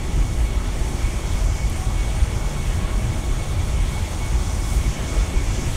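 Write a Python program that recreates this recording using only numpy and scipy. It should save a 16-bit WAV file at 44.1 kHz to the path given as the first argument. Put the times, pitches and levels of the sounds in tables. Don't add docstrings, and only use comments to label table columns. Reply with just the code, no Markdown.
import sys
import numpy as np
from scipy import signal
from scipy.fft import rfft, irfft
from scipy.io import wavfile
from scipy.ndimage import uniform_filter1d

SR = 44100
rng = np.random.default_rng(int(sys.argv[2]) if len(sys.argv) > 2 else 0)


def bounce(signal):
    frames = np.transpose(np.atleast_2d(signal))
    limited = np.clip(frames, -1, 1)
    pcm = np.round(limited * 32767).astype(np.int16)
    wavfile.write(sys.argv[1], SR, pcm)


def to_linear_factor(level_db):
    exponent = np.asarray(level_db, float) / 20
    return 10 ** exponent


N = 254016
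FLARE_EDGE_S = 0.018


def rms_one(x):
    return x / np.sqrt(np.mean(x ** 2) + 1e-20)


def in_time(rows):
    seconds, values = np.transpose(rows)
    return np.interp(np.arange(N) / SR, seconds, values)


def drift(rate_hz):
    coarse = 40
    r = np.exp(-2 * np.pi * rate_hz * coarse / SR)
    noise = rng.standard_normal(N // coarse + 2002)
    slow = signal.lfilter([1], [1, -2 * r, r * r], noise)[2000:]
    return np.interp(np.arange(N) / coarse, np.arange(len(slow)), rms_one(slow))


def band_noise(low_hz, high_hz, order=2):
    sos = signal.butter(order, [low_hz, high_hz], "band", fs=SR, output="sos")
    return rms_one(signal.sosfilt(sos, rng.standard_normal(N + SR))[SR:])


def resonant_noise(modes, order):
    total = np.zeros(N)
    for hz, width_hz, db in modes:
        total += to_linear_factor(db) * band_noise(hz - width_hz / 2, hz + width_hz / 2, order)
    return total


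def swelling(rest_db, swells, edge_s):
    t = np.arange(N) / SR
    power = to_linear_factor(rest_db) ** 2
    for start, length, db in swells:
        from_middle = np.abs(t - start - length / 2)
        beyond = np.maximum(from_middle - length / 2 + edge_s, 0) / edge_s
        power = power + to_linear_factor(db) ** 2 * np.exp(-beyond ** 2 / 2)
    return 10 * np.log10(power)


def coloured(points, flicker_db):
    hz = np.maximum(np.fft.rfftfreq(N, 1 / SR), 1)
    point_hz, point_db = np.transpose(points)
    shape_db = np.interp(np.log(hz), np.log(point_hz), point_db)
    spectrum = rfft(rng.standard_normal(N)) * to_linear_factor(shape_db)
    octave = np.round(np.log2(hz / point_hz[0])).clip(0, 5)
    together = drift(0.98)
    total = np.zeros(N)
    for k in range(6):
        flicker = 0.5 * together + drift(7)
        total += irfft(spectrum * (octave == k), N) * to_linear_factor(flicker_db * flicker)
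    return rms_one(total)


def rumble():
    # pitch in Hz, width in Hz, level in dB before the evening out.
    room_modes = [(29.9, 12, -31), (42.7, 8.1, -30.5), (57.8, 17.8, -27.5), (81.9, 16.2, -30.5),
                  (98.3, 9.5, -36), (114, 14, -36.5)]
    # start in seconds, length in seconds, peak-swell level in dB, pitch in Hz.
    throbs = [(0.132, 0.1, -18, 42.0), (0.353, 0.13, -20, 56.0), (0.543, 0.038, -17, 50.0),
              (0.797, 0.037, -18.5, 40.0), (0.86, 0.058, -24, 52.0), (0.863, 0.046, -27, 82.0),
              (1.038, 0.11, -26, 116.0), (1.043, 0.035, -18.5, 34.0), (1.164, 0.046, -19, 54.0),
              (1.312, 0.042, -18, 38.0), (1.411, 0.066, -15.5, 44.0), (1.5, 0.071, -19, 50.0),
              (1.503, 0.068, -23, 84.0), (1.628, 0.05, -20.5, 52.0), (1.867, 0.025, -15.5, 54.0),
              (1.871, 0.022, -22.5, 100.0), (1.94, 0.063, -19, 40.0), (2.045, 0.053, -20, 50.0),
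              (2.09, 0.041, -28, 70.0), (2.142, 0.058, -28.5, 92.0), (2.217, 0.017, -9, 56.0),
              (2.273, 0.024, -23, 104.0), (2.355, 0.036, -25, 116.0), (2.43, 0.065, -19.5, 56.0),
              (2.675, 0.045, -14, 42.0), (2.698, 0.057, -29, 76.0), (2.76, 0.038, -21.5, 96.0),
              (2.834, 0.03, -18, 44.0), (2.945, 0.048, -18, 46.0), (3.02, 0.11, -25.5, 114.0),
              (3.163, 0.059, -21.5, 40.0), (3.29, 0.065, -21, 38.0), (3.51, 0.031, -18, 50.0),
              (3.513, 0.13, -32, 110.0), (3.574, 0.053, -21.5, 86.0), (3.724, 0.046, -18.5, 60.0),
              (3.802, 0.043, -18.5, 42.0), (3.917, 0.037, -26, 42.0), (4.01, 0.057, -20, 84.0),
              (4.126, 0.078, -30, 42.0), (4.176, 0.051, -28.5, 84.0), (4.296, 0.095, -18, 60.0),
              (4.546, 0.06, -23, 42.0), (4.685, 0.18, -20.5, 42.0), (4.766, 0.039, -15.5, 52.0),
              (4.81, 0.063, -31, 116.0), (4.86, 0.051, -18.5, 54.0), (5.166, 0.055, -14.5, 44.0),
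              (5.35, 0.19, -21, 40.0), (5.36, 0.072, -20.5, 60.0), (5.53, 0.12, -27, 50.0)]
    # start in seconds, length in seconds, rough depth in dB.
    lulls = [(0.772, 0.031, 9), (1.098, 0.02, 5), (1.2, 0.034, 7), (1.557, 0.033, 3), (1.83, 0.031, 4),
             (2.481, 0.065, 7), (2.983, 0.022, 7), (3.125, .03, 2), (3.345, 0.02, 10), (3.432, 0.042, 9),
             (4.06, 0.045, 8), (4.935, 0.048, 14), (5.302, 0.045, 8), (5.444, 0.022, 12), (5.592, 0.06, 10)]
    evening = 0.46
    throb_spread = 0.44

    t = np.arange(N) / SR
    modes = resonant_noise(room_modes, order=2)
    beat = np.sqrt(uniform_filter1d(rms_one(modes) ** 2, int(0.06 * SR)) + 0.029)
    body = modes / beat ** evening
    for start, length, db, hz in throbs:
        swell = np.exp(-0.5 * ((t - start - length / 2) / (throb_spread * length)) ** 2)
        body += to_linear_factor(db) * np.sqrt(2) * swell * np.sin(2 * np.pi * (hz * t + rng.random()))
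    lull_gain = to_linear_factor(-swelling(0, lulls, edge_s=0.0029))
    subsonic = to_linear_factor(-31.5) * band_noise(10.5, 36.0)
    return body * lull_gain + subsonic


def ventilation():
    # frequency in Hz, relative level per Hz in dB.
    drone_colour = [(75, -37), (128, -0.5), (140, 0), (172, -6.5), (212, -7.5), (229, -11), (250, -9),
                    (285, -12), (366, -11.5), (430, -17.5), (560, -53), (950, -120)]
    roar_colour = [(280, -33), (470, 3), (840, -1.5), (1110, -1), (1210, -3.5), (1830, -6), (2100, -5.5),
                   (2290, -8), (2530, -7), (3350, -7), (4080, -13), (4400, -13), (5720, -51), (9680, -120)]
    hiss_colour = [(2710, -52), (4600, -6), (5800, 0.5), (6860, -0.5), (8450, -4.5), (8700, -10.5),
                   (11300, -14.5), (19100, -120)]
    finest_colour = [(5350, -13.5), (9100, -0.5), (9290, -1), (12300, -11), (13800, -9.5), (15700, -17)]
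    # level in dB, share of the turn's gain, flicker in dB.
    air_layers = [(-32.5, 0.17, 1.52), (-38, 1.24, 1.3), (-43, 1.15, 1.14), (-48, 0.6, 1.2)]
    # time in seconds, gain in dB before the share.
    facing = [(0, 0), (.5, -.5), (1.2, .5), (2.2, 0), (2.8, 0.5), (3.5, 0), (4.3, 1), (4.75, 1.5),
              (4.95, .5), (5.2, 3), (5.45, 1), (5.76, 3.5)]
    # start in seconds, length in seconds, added level in dB.
    brightenings = [(3.1, .1, -53), (4.45, .3, -51), (4.622, 0.17, -45.5), (5.66, .2, -48)]

    facing_db = in_time(facing)
    colours = [drone_colour, roar_colour, hiss_colour, finest_colour]
    total = np.zeros(N)
    for colour, (layer_db, share, flicker_db) in zip(colours, air_layers):
        if colour is finest_colour:
            layer_db = swelling(layer_db, brightenings, edge_s=0.041)
        total += to_linear_factor(layer_db + share * facing_db) * coloured(colour, flicker_db)
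    return total


def turbo(blade_hz, rest_db, flares, orders, flaring_order, waver_hz, flutter_db):
    flare_spill = 0.18
    phase = 2 * np.pi * np.cumsum(blade_hz + waver_hz * drift(1.44)) / SR
    flare_db = swelling(rest_db, flares, FLARE_EDGE_S) - rest_db
    total = np.zeros(N)
    for k, order_db in orders:
        blur = (0.85 + 0.03 * k ** 2) * drift(12)
        share = 1 if k == flaring_order else flare_spill
        level_db = rest_db + order_db + share * flare_db + flutter_db * drift(31.0)
        total += to_linear_factor(level_db) * np.sqrt(2) * np.sin(k * phase + blur)
    return total


def slow_turbo():
    # time in seconds, blade tone in Hz before the waver.
    speed = [(0, 2214.7), (3.0, 2214), (4.3, 2211.5), (5.2, 2208.5), (5.76, 2211.5)]
    # order, level in dB over the whine's resting level.
    orders = [(1, 6.5), (2, -3), (3, -3), (4, -2), (5, -13), (6, -21), (7, -25)]
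    # start in seconds, length in seconds, added level in dB before the order's own level.
    flares = [(.1, .08, -54), (.72, 0.21, -52), (1.763, 0.11, -49), (1.95, 0.15, -54.5), (2.13, 0.12, -47),
              (2.33, 0.076, -56), (2.55, 0.14, -54), (2.88, 0.28, -52), (3.33, .2, -51), (3.58, .1, -55),
              (3.72, .15, -52), (4.094, 0.099, -46), (4.27, .12, -54), (4.42, 0.19, -49),
              (4.72, 0.077, -50), (4.95, .1, -54), (5.15, 0.14, -55), (5.504, 0.17, -58)]
    return turbo(in_time(speed), -60, flares, orders, flaring_order=4, waver_hz=0.23, flutter_db=2.5)


def fast_turbo():
    # time in seconds, blade tone in Hz before the waver.
    speed = [(0, 2222), (3, 2221), (4.2, 2219), (5, 2221), (5.76, 2220)]
    # order, level in dB over the whine's resting level.
    orders = [(1, -10.5), (2, -18), (3, -20), (4, -15), (6, -28), (7, -35)]
    # start in seconds, length in seconds, added level in dB before the order's own level.
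    flares = [(.12, .08, -54), (0.423, .08, -41), (1.004, 0.084, -33.5), (1.3, .12, -54),
              (1.544, 0.14, -37), (1.77, 0.049, -39), (1.99, .11, -38), (2.164, .09, -41), (2.28, .05, -41),
              (2.36, .15, -41), (2.587, 0.082, -41), (2.86, 0.06, -42), (2.95, 0.065, -41),
              (3.076, 0.12, -37), (3.812, .06, -48), (3.93, 0.067, -35), (4.21, 0.094, -33.5),
              (4.408, 0.05, -40), (4.51, 0.25, -38), (4.833, 0.04, -34), (4.93, 0.23, -37),
              (5.21, 0.054, -35.5), (5.332, 0.089, -32.5), (5.553, 0.057, -35)]
    return turbo(in_time(speed), -44, flares, orders, flaring_order=1, waver_hz=0.424, flutter_db=3.0)


def hums():
    # order of the motor's turning, level in dB before its wavering.
    motor_orders = [(10, -58.5), (11, -53), (12, -58), (13, -52.5), (15, -54.5), (16, -62), (17, -59.5),
                    (20, -74)]
    # pitch in Hz, width in Hz, level in dB.
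    hum_bands = [(218, 7, -47), (318, 10, -47.5), (348, 16, -52), (380, 7, -50), (438, 10, -56),
                 (625, 14, -57), (817, 8, -52), (838, 8, -58), (895, 8, -59), (1095, 8, -56),
                 (1110, 12, -56), (1157, 8, -60), (1268, 8, -60), (1295, 8, -56), (2005, 40, -57),
                 (2198, 10, -61), (2235, 90, -54), (2310, 30, -60), (2372, 30, -58), (2412, 10, -62),
                 (3385, 170, -54), (4480, 6, -66), (4805, 14, -68), (6960, 40, -64), (7765, 90, -60)]
    # start in seconds, length in seconds, level in dB, pitch in Hz.
    whiffs = [(.7, .2, -54, 2412), (1.02, .15, -50, 2400), (1.01, .16, -52, 2300), (2.28, .06, -51, 2390),
              (1.03, .05, -52, 1105), (1.66, .06, -51, 2330), (1.82, .09, -47, 1103), (2.78, .2, -48, 1103),
              (3.04, .06, -50, 1105), (3.26, .12, -47, 1105), (3.55, .08, -51, 2365), (4.3, .06, -51, 1110),
              (4.79, .07, -48, 2372), (5.13, .08, -50, 2405), (5.38, .12, -48, 2385),
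              (5.62, .08, -51, 1100)]
    motor_hz, whiff_width_hz = 57.9, 32

    turns = np.cumsum(motor_hz + 0.05 * drift(1.0)) / SR
    total = resonant_noise(hum_bands, order=1)
    for k, db in motor_orders:
        level = to_linear_factor(db + 3.5 * drift(2.3))
        total += level * np.sqrt(2) * np.sin(2 * np.pi * k * turns + 0.9 * drift(5.0))
    for start, length, db, hz in whiffs:
        gain = to_linear_factor(swelling(-99, [(start, length, 0)], FLARE_EDGE_S))
        total += gain * resonant_noise([(hz, whiff_width_hz, db)], order=1)
    return total


def tick():
    # time in seconds, strength of the contact in dB.
    ticks = [(1.6987, -23)]
    # pitch in Hz, relative level in dB, seconds to die away by 60 dB.
    tick_modes = [(10000, -1.5, 0.0055), (11300, -7, .004), (12400, -16, .003), (13400, -24, .002)]

    clicks = np.full(N, 1e-18)
    for start, db in ticks:
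        clicks[round(start * SR)] = to_linear_factor(db)
    ringing = np.zeros(N)
    for hz, db, t60 in tick_modes:
        r = to_linear_factor(-60 / (t60 * SR))
        w = 2 * np.pi * hz / SR
        ringing += to_linear_factor(db) * signal.lfilter([0, np.sin(w)], [1, -2 * r * np.cos(w), r * r], clicks)
    dulling = signal.butter(4, [8000, 13500], "band", fs=SR, output="sos")
    return signal.sosfilt(dulling, ringing)


def scene():
    mix = rumble() + ventilation() + slow_turbo() + fast_turbo() + hums() + tick()
    return mix[None]


def low_pass(x):
    return signal.sosfilt(signal.butter(12, 16000, fs=SR, output="sos"), x)


def record(dry):
    top_cut = signal.ellip(12, 0.3, 60, 15720, fs=SR, output="sos")
    finished = signal.sosfilt(top_cut, dry)
    return low_pass(finished)


dry = scene()
out = record(dry)
bounce(out)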